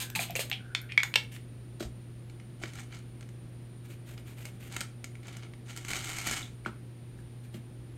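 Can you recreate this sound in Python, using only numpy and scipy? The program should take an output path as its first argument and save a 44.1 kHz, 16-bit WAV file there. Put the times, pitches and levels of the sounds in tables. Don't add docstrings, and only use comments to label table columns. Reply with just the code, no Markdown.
import sys
import numpy as np
from scipy import signal
from scipy.fft import rfft, irfft
from scipy.io import wavfile

SR = 44100
rng = np.random.default_rng(int(sys.argv[2]) if len(sys.argv) > 2 else 0)


def materialize(psi):
    bounded = np.clip(np.atleast_2d(psi).T, -1, 1)
    quanta = np.round(bounded * 32767).astype(np.int16)
    wavfile.write(sys.argv[1], SR, quanta)


N = 351477
TIME = np.arange(N) / SR

# start t/s, end t/s, level/dB
PUMP_STROKES = [(0.001, 0.026, -36), (0.155, 0.162, -33.5), (0.198, 0.232, -36.5), (0.359, 0.361, -33.5),
                (0.394, 0.413, -35.5)]
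# f/Hz, relative level/dB
MIST_SPECTRUM = [(590, -12), (1000, -5.5), (1360, -7.5), (1640, -4.5), (1970, -5), (2450, 1.5), (3300, -2),
                 (4050, 0.5), (5920, -11.5), (6560, -1), (7700, -7.5), (8340, -1.5), (10500, -10),
                 (13200, -5.5), (15500, -17)]
def mist(rise_s=0.00023, fall_s=0.016):
    flow = sum(from_db(db) * stroke(start, end, rise_s, fall_s) for start, end, db in PUMP_STROKES)
    return flow * colour(grains(per_s=18000, spread_db=1.5), MIST_SPECTRUM)


# t/s, level/dB, f/Hz, t60/s
BOTTLE_RINGS = [(.158, -34.5, 182, 0.17), (.161, -33, 880, 0.063), (.194, -25, 728, 0.028),
                (.225, -44, 770, 0.04), (.272, -46, 666, 0.033), (.298, -31, 710, 0.041),
                (.31, -32, 180, 0.057), (.355, -29.5, 513, 0.038), (.36, -35, 660, 0.029),
                (.392, -21.5, 545, 0.02), (.396, -40, 422, 0.046), (.52, -37, 765, 0.047),
                (1.035, -26, 920, 0.0088), (1.158, -23.5, 476, 0.018), (1.158, -34, 950, 0.013)]
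def bottle_rings():
    out = np.zeros(N)
    for s, db, hz, t60 in BOTTLE_RINGS:
        add(out, s, from_db(db) * ring(hz, t60))
    return out


# t/s, ring level/dB, ring f/Hz, ring t60/s, rattle level/dB, crack level/dB
SNAPS_AND_ECHO = [(0.101, -50, 12700, .003, -37, -30.5), (0.1517, -22, 2580, 0.026, -50, -24),
                  (.16, -22, 2380, 0.017, -32, -30), (0.1921, -19, 2410, 0.016, -31, -39),
                  (0.307, -28, 13100, 0.0035, -44, -31.5), (.354, -28, 6630, 0.0091, -31, -38),
                  (0.3538, -21, 2370, 0.013, -42, -43), (.361, -22.5, 2340, .012, -37, -31),
                  (.366, -22.5, 2730, 0.024, -45, -42), (.393, -18.5, 2400, 0.0067, -47, -28),
                  (.499, -46, 12500, .003, -35.5, -29.5), (.515, -36, 2420, 0.0093, -21, -38),
                  (0.5281, -30, 2880, 0.0081, -27, -48), (0.7498, -15.5, 2420, 0.0061, -18, -28),
                  (0.816, -31, 11900, 0.0035, -43.5, -49), (.921, -25.5, 2480, 0.015, -33, -48),
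                  (.977, -5.5, 2240, 0.023, -17.5, -27), (1.002, -23, 2370, 0.015, -29.5, -47.5),
                  (1.033, -19, 1980, 0.019, -27.5, -17), (1.14, -6.5, 2900, 0.0018, -29, -26),
                  (1.1572, -7, 2920, 0.0082, -18.5, -13.5), (1.1594, 1.5, 2830, 0.0028, -16.5, -21.5),
                  (1.237, -54, 13000, .003, -55, -53), (1.364, -47, 2000, .01, -44, -44)]
# f/Hz, relative level/dB
CRACK_SPECTRUM = [(200, -18.5), (500, -12), (700, 0.5), (1100, -1), (2000, 1.5), (4000, 3.5), (5700, -3.5),
                  (7000, -1), (8500, -1), (10000, -18.5), (12000, -7), (16000, -23.5)]
def plastic(shell_width_hz=1900, shell_ratio=1.03):
    rings, cracks = np.zeros((2, N))
    for s, ring_db, hz, t60, rattle_db, crack_db in SNAPS_AND_ECHO:
        shell_hz = shell_ratio * hz
        rattle = band(crack(t60=0.022, grit=1.3), shell_hz, shell_width_hz)
        add(rings, s, from_db(ring_db) * ring(hz, t60))
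        add(rings, s, from_db(rattle_db) * 2 * rattle / np.abs(rattle).max())
        add(cracks, s, from_db(crack_db) * crack(t60=0.017, grit=1.9))
    return rings + colour(cracks, CRACK_SPECTRUM)


# start t/s, end t/s, level/dB, treble share/dB
BOARD_PUSHES = [(2.592, 2.677, -49.5, -6), (2.719, 2.805, -50, -6), (2.896, 2.97, -52.5, -14),
                (4.694, 4.802, -46.5, -5.5), (5.215, 5.43, -52.5, -19), (5.653, 5.86, -51.5, -4.5),
                (5.866, 6.407, -40, -2.5), (6.237, 6.268, -46, -2), (6.312, 6.335, -49, -1)]
# t/s, level/dB, treble share/dB
HARD_SNAGS = [(2.298, -38, -6), (2.3994, -36, -22.5), (2.6364, -19, -20), (2.657, -29, -14),
              (2.787, -26.5, -18), (2.926, -32.5, -14), (3.2091, -36, -4), (3.2273, -35, -12),
              (3.29, -43, 0), (4.1782, -29.5, -18), (4.454, -29.5, 4), (4.7248, -28, -1),
              (4.765, -15, -5.5), (4.807, -19, 0), (4.8112, -15.5, -5.5), (5.043, -24, -1),
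              (5.1536, -36, -12), (5.2824, -31, -4), (5.369, -37, 4.5), (5.433, -30, -26),
              (5.5364, -36, -21), (5.7636, -31, 4), (5.7746, -27.5, 2.5), (5.849, -24, -4.5),
              (5.885, -24.5, -2), (5.9334, -16, -6.5), (5.9646, -25, 3), (6.045, -28, 5), (6.1853, -22, 2),
              (6.269, -18.5, 1.5), (6.2723, -16, -0.5), (6.3116, -16.5, 1), (6.3308, -26, 1)]
# f/Hz, relative level/dB
SCRAPE_SPECTRUM = [(200, 1.5), (350, 2), (500, -10), (750, -1.5), (1000, -4.5), (1400, 0.5), (1750, 0.5),
                   (2900, -2), (4200, -2.5), (5700, -7), (6400, -1), (8500, -3.5), (9900, -14.5),
                   (12300, -12.5), (15500, -24)]
# f/Hz, width/Hz, level/dB
BOARD_MODES = [(710, 76, -9), (1385, 80, -0.5), (2240, 185, 4.5), (2970, 170, 0)]
def board(scrape_db=-4, snag_db=-7, scrape_treble_db=3, snag_treble_db=5, ring_db=-9, split_hz=5400):
    speed, sharp_speed, snags, sharp_snags, rings = np.zeros((5, N))
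    for start, end, db, treble_db in BOARD_PUSHES:
        push = from_db(db) * stroke(start, end, rise_s=0.035, fall_s=0.036)
        speed += push
        sharp_speed += from_db(treble_db) * push
    for s, db, treble_db in HARD_SNAGS + catches(speed):
        add(rings, s, from_db(db + ring_db) * ring(hz=2150, t60=0.0072))
        snag = from_db(db + snag_db) * crack(t60=0.024, grit=2.6)
        add(snags, s, snag)
        add(sharp_snags, s, from_db(treble_db + snag_treble_db) * snag)
    grip = from_db(3 * drift(68))
    slips = from_db(scrape_db) * grip * grains(per_s=2200, spread_db=1.0)
    lowpass = signal.butter(3, split_hz, fs=SR, output="sos")
    highpass = signal.butter(3, split_hz, "high", fs=SR, output="sos")
    dull = signal.sosfilt(lowpass, speed * slips + snags)
    sharp = signal.sosfilt(highpass, sharp_speed * from_db(scrape_treble_db) * slips + sharp_snags)
    drive = colour(dull + sharp, SCRAPE_SPECTRUM)
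    body = sum(from_db(db) * signal.lfilter(*signal.iirpeak(hz, hz / width, fs=SR), drive)
               for hz, width, db in BOARD_MODES)
    return rings + drive + body


def catches(speed, per_s=32, above_speed_db=12, spread_db=3, step=100):
    tries = np.arange(0, N, step)
    chance = rng.random(len(tries))
    size = np.clip(rng.standard_normal(len(tries)), -2, 2)
    caught = (chance < per_s * step / SR) & (speed[tries] > from_db(-60))
    return [(TIME[i], 20 * np.log10(speed[i]) + above_speed_db + spread_db * z, 0)
            for i, z in zip(tries[caught], size[caught])]


# t/s, thud level/dB, thud f/Hz, tap level/dB, tap f/Hz, tap t60/s, crack level/dB
KNOCKS_AND_ECHO = [(1.798, -45, 350, -50, 2600, .008, -41), (1.805, -26.5, 348, -36, 1450, 0.02, -34),
                   (1.826, -36, 600, -50, 3290, .012, -35), (1.851, -27.5, 59.7, -38.5, 700, .02, -46),
                   (2.615, -46, 354, -39, 736, 0.018, -53), (2.636, -33, 340, -29.5, 1446, 0.011, -47),
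                   (6.302, -41, 55, -53, 700, 0.022, -54), (6.65, -73, 230.4, -38, 2260, 0.023, -55),
                   (6.661, -27.5, 228, -19, 1434, 0.017, -44), (6.677, -37, 220, -45, 1400, 0.0065, -53),
                   (7.189, -56, 238, -48, 1675, 0.016, -66), (7.543, -31.5, 175, -42, 3200, 0.012, -49)]
# f/Hz, level/dB, t60/s
DESK_MODES = [(59.9, -1, 0.15), (173, -9.5, 0.098), (223, -9, 0.2), (345, -1.5, 0.096), (452, -10.5, 0.033),
              (624, 0.5, 0.035)]
def knocks(db_per_octave=-7, clatter_db=-5):
    rings, cracks = np.zeros((2, N))
    for s, thud_db, thud_hz, tap_db, tap_hz, tap_t60, crack_db in KNOCKS_AND_ECHO:
        thud = sum((-1) ** k * from_db(db + db_per_octave * abs(np.log2(hz / thud_hz))) * ring(hz, t60)
                   for k, (hz, db, t60) in enumerate(DESK_MODES))
        clatter = band(crack(t60=0.13, grit=1.1), tap_hz, 1.23 * tap_hz)
        add(rings, s, from_db(thud_db) * thud + from_db(tap_db) * ring(tap_hz, tap_t60))
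        add(rings, s, from_db(tap_db + clatter_db) * clatter)
        add(cracks, s, from_db(crack_db) * crack(t60=0.083, grit=4.8))
    return rings + colour(cracks, CRACK_SPECTRUM)


# start t/s, end t/s, level/dB, centre f/Hz, width/Hz
RUBS_AND_FIZZ = [(.01, 0.138, -57.5, 1595, 150), (0.284, 0.322, -49.5, 2740, 1210),
                 (0.514, 0.538, -37.5, 2880, 1000), (.58, 0.882, -60, 1510, 220),
                 (0.888, 0.917, -47, 2270, 900), (1.04, 1.103, -63, 12600, 4000),
                 (1.311, 1.365, -54.5, 2440, 1810), (1.314, 1.36, -55.5, 8060, 7030),
                 (6.423, 6.437, -47.5, 3650, 450)]
def rubs_and_fizz():
    clicks = grains(per_s=7900, spread_db=4.0)
    return sum(from_db(db) * stroke(start, end, 0.0067, 0.01) * unit_rms(band(clicks, hz, width))
               for start, end, db, hz, width in RUBS_AND_FIZZ)


# start t/s, end t/s, level/dB
BRUSH_WIPES = [(3.838, 3.849, -50.5), (3.88, 3.942, -56), (4.052, 4.141, -56.5), (4.168, 4.18, -50.5),
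               (4.245, 4.333, -57), (4.359, 4.43, -55.5), (4.435, 4.489, -53.5), (4.526, 4.568, -64),
               (4.593, 4.68, -54), (7.16, 7.21, -69), (7.425, 7.456, -62), (7.52, 7.568, -58)]
# f/Hz, relative level/dB
BRISTLE_SPECTRUM = [(500, 5.5), (1000, -4.5), (1450, 4), (1800, 1.5), (2250, 6.5), (3000, 2.5),
                    (5500, -8.5), (7000, -3.5), (8500, -4), (10000, -9.5), (13200, -3.5), (14300, -9),
                    (16000, -18)]
def brush():
    pressure = sum(from_db(db) * stroke(start, end, 0.025, 0.011) for start, end, db in BRUSH_WIPES)
    flicker = from_db(2.1 * drift(47))
    return pressure * flicker * colour(grains(per_s=5000, spread_db=1.0), BRISTLE_SPECTRUM)


# f/Hz, rms level/dB
HUM_TONES = [(60, -66), (120, -46), (240, -64), (351, -64), (441, -91)]
def mains_hum():
    return sum(from_db(db) * np.sqrt(2) * np.sin(2 * np.pi * (hz * TIME + rng.random()))
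               for hz, db in HUM_TONES)


# f/Hz, relative level/dB
FAN_SPECTRUM = [(20, -30), (35, -2), (58, 0.5), (80, -1), (130, 3), (230, -2.5), (350, -6), (500, -12.5),
                (1000, -22.5), (2200, -24), (4000, -28), (6000, -36), (12000, -36.5), (16000, -45.5)]
def fan(level_db=-51.5):
    return from_db(level_db) * colour(rng.standard_normal(N), FAN_SPECTRUM)


# start t/s, end t/s, f/Hz
WHINE_JUMPS = [(2.237, 2.308, 10140), (4.127, 4.19, 9900), (7.891, 7.956, 9950)]
def whine(base_hz=9214, base_db=-70, jump_db=-4):
    pitch = base_hz + 34 * drift(90)
    level_db = base_db + 1.8 * drift(40)
    for start, end, hz in WHINE_JUMPS:
        jumping = (TIME > start) & (TIME < end)
        pitch += jumping * (hz - base_hz + 230 * drift(245))
        level_db += jumping * jump_db
    return from_db(level_db) * np.sqrt(2) * np.sin(2 * np.pi * np.cumsum(pitch) / SR)


# f/Hz, t60/s
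ROOM_DECAY = [(150, .28), (600, .26), (1500, .25), (3000, .22), (5000, .23), (14000, .2)]
def room(x, wet_db, build_s=0.0045):
    t = TIME[:SR // 2]
    tail = np.zeros(len(t))
    for hz in np.geomspace(140, 12500, 8):
        decay = from_db(-60 * t / at_hz(ROOM_DECAY, hz))
        tail += band(rng.standard_normal(len(t)), hz, 0.65 * hz) * decay
    tail *= 1 - np.exp(-(t / build_s) ** 2)
    return x + from_db(wet_db) * signal.fftconvolve(x, tail / np.linalg.norm(tail))[:N]


def ring(hz, t60):
    t = TIME[:SR // 3]
    return np.sin(2 * np.pi * hz * t) * from_db(-60 * t / t60) * (1 - np.exp(-2 * hz * t))


def crack(t60, grit):
    fall = from_db(-60 * TIME[:SR // 10] / t60)
    slips = rng.standard_normal(len(fall)) * fall
    burst = grit * slips / np.linalg.norm(slips) + signal.unit_impulse(len(fall))
    return 0.5 * burst * np.linalg.norm(fall) / np.linalg.norm(burst)


def grains(per_s, spread_db):
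    sizes = from_db(spread_db * np.minimum(rng.exponential(1, N), 4)) * rng.choice([-1, 1], N)
    return unit_rms(sizes * (rng.random(N) < per_s / SR))


def stroke(start, end, rise_s, fall_s):
    return np.clip((TIME - start) / rise_s, 0, 1) * np.exp(-np.maximum(TIME - end, 0) / fall_s)


def drift(rate_hz, step=40, settle=2000):
    pole = np.exp(-2 * np.pi * rate_hz * step / SR)
    noise = rng.standard_normal(N // step + settle + 2)
    slow = signal.lfilter([1], [1, -2 * pole, pole * pole], noise)[settle:]
    return np.interp(np.arange(N) / step, np.arange(len(slow)), unit_rms(slow))


def band(x, hz, width):
    low = np.sqrt(hz ** 2 + width ** 2 / 4) - width / 2
    high = min(low + width, 0.45 * SR)
    return signal.sosfilt(signal.butter(2, [low, high], "band", fs=SR, output="sos"), x)


def colour(x, spectrum, size=8192):
    hz = np.arange(size // 2 + 1) * SR / size
    cepstrum = irfft(np.log(from_db(at_hz(spectrum, hz))))
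    cepstrum[1:size // 2] *= 2
    cepstrum[size // 2 + 1:] = 0
    response = irfft(np.exp(rfft(cepstrum)))
    return signal.fftconvolve(x, response / np.linalg.norm(response))[:N]


def at_hz(points, hz):
    f, value = np.transpose(points)
    return np.interp(np.log(np.maximum(hz, 1)), np.log(f), value)


def add(track, s, sound):
    start = max(round(s * SR), 0)
    track[start:start + len(sound)] += sound[:N - start]


def from_db(db):
    return 10 ** (np.asarray(db) / 20)


def unit_rms(x):
    return x / np.sqrt(np.mean(x ** 2) + 1e-20)


def scene():
    spray = room(mist() + bottle_rings() + rubs_and_fizz(), wet_db=-6.5)
    snaps = room(plastic(), wet_db=-9)
    desk = room(knocks() + board() + brush(), wet_db=-9)
    room_tone = mains_hum() + fan() + whine()
    return (spray + snaps + desk + room_tone)[None]


def record(dry):
    return signal.sosfilt(signal.ellip(10, 0.1, 80, 15780, fs=SR, output="sos"), dry)


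dry = scene()
out = record(dry)
materialize(out)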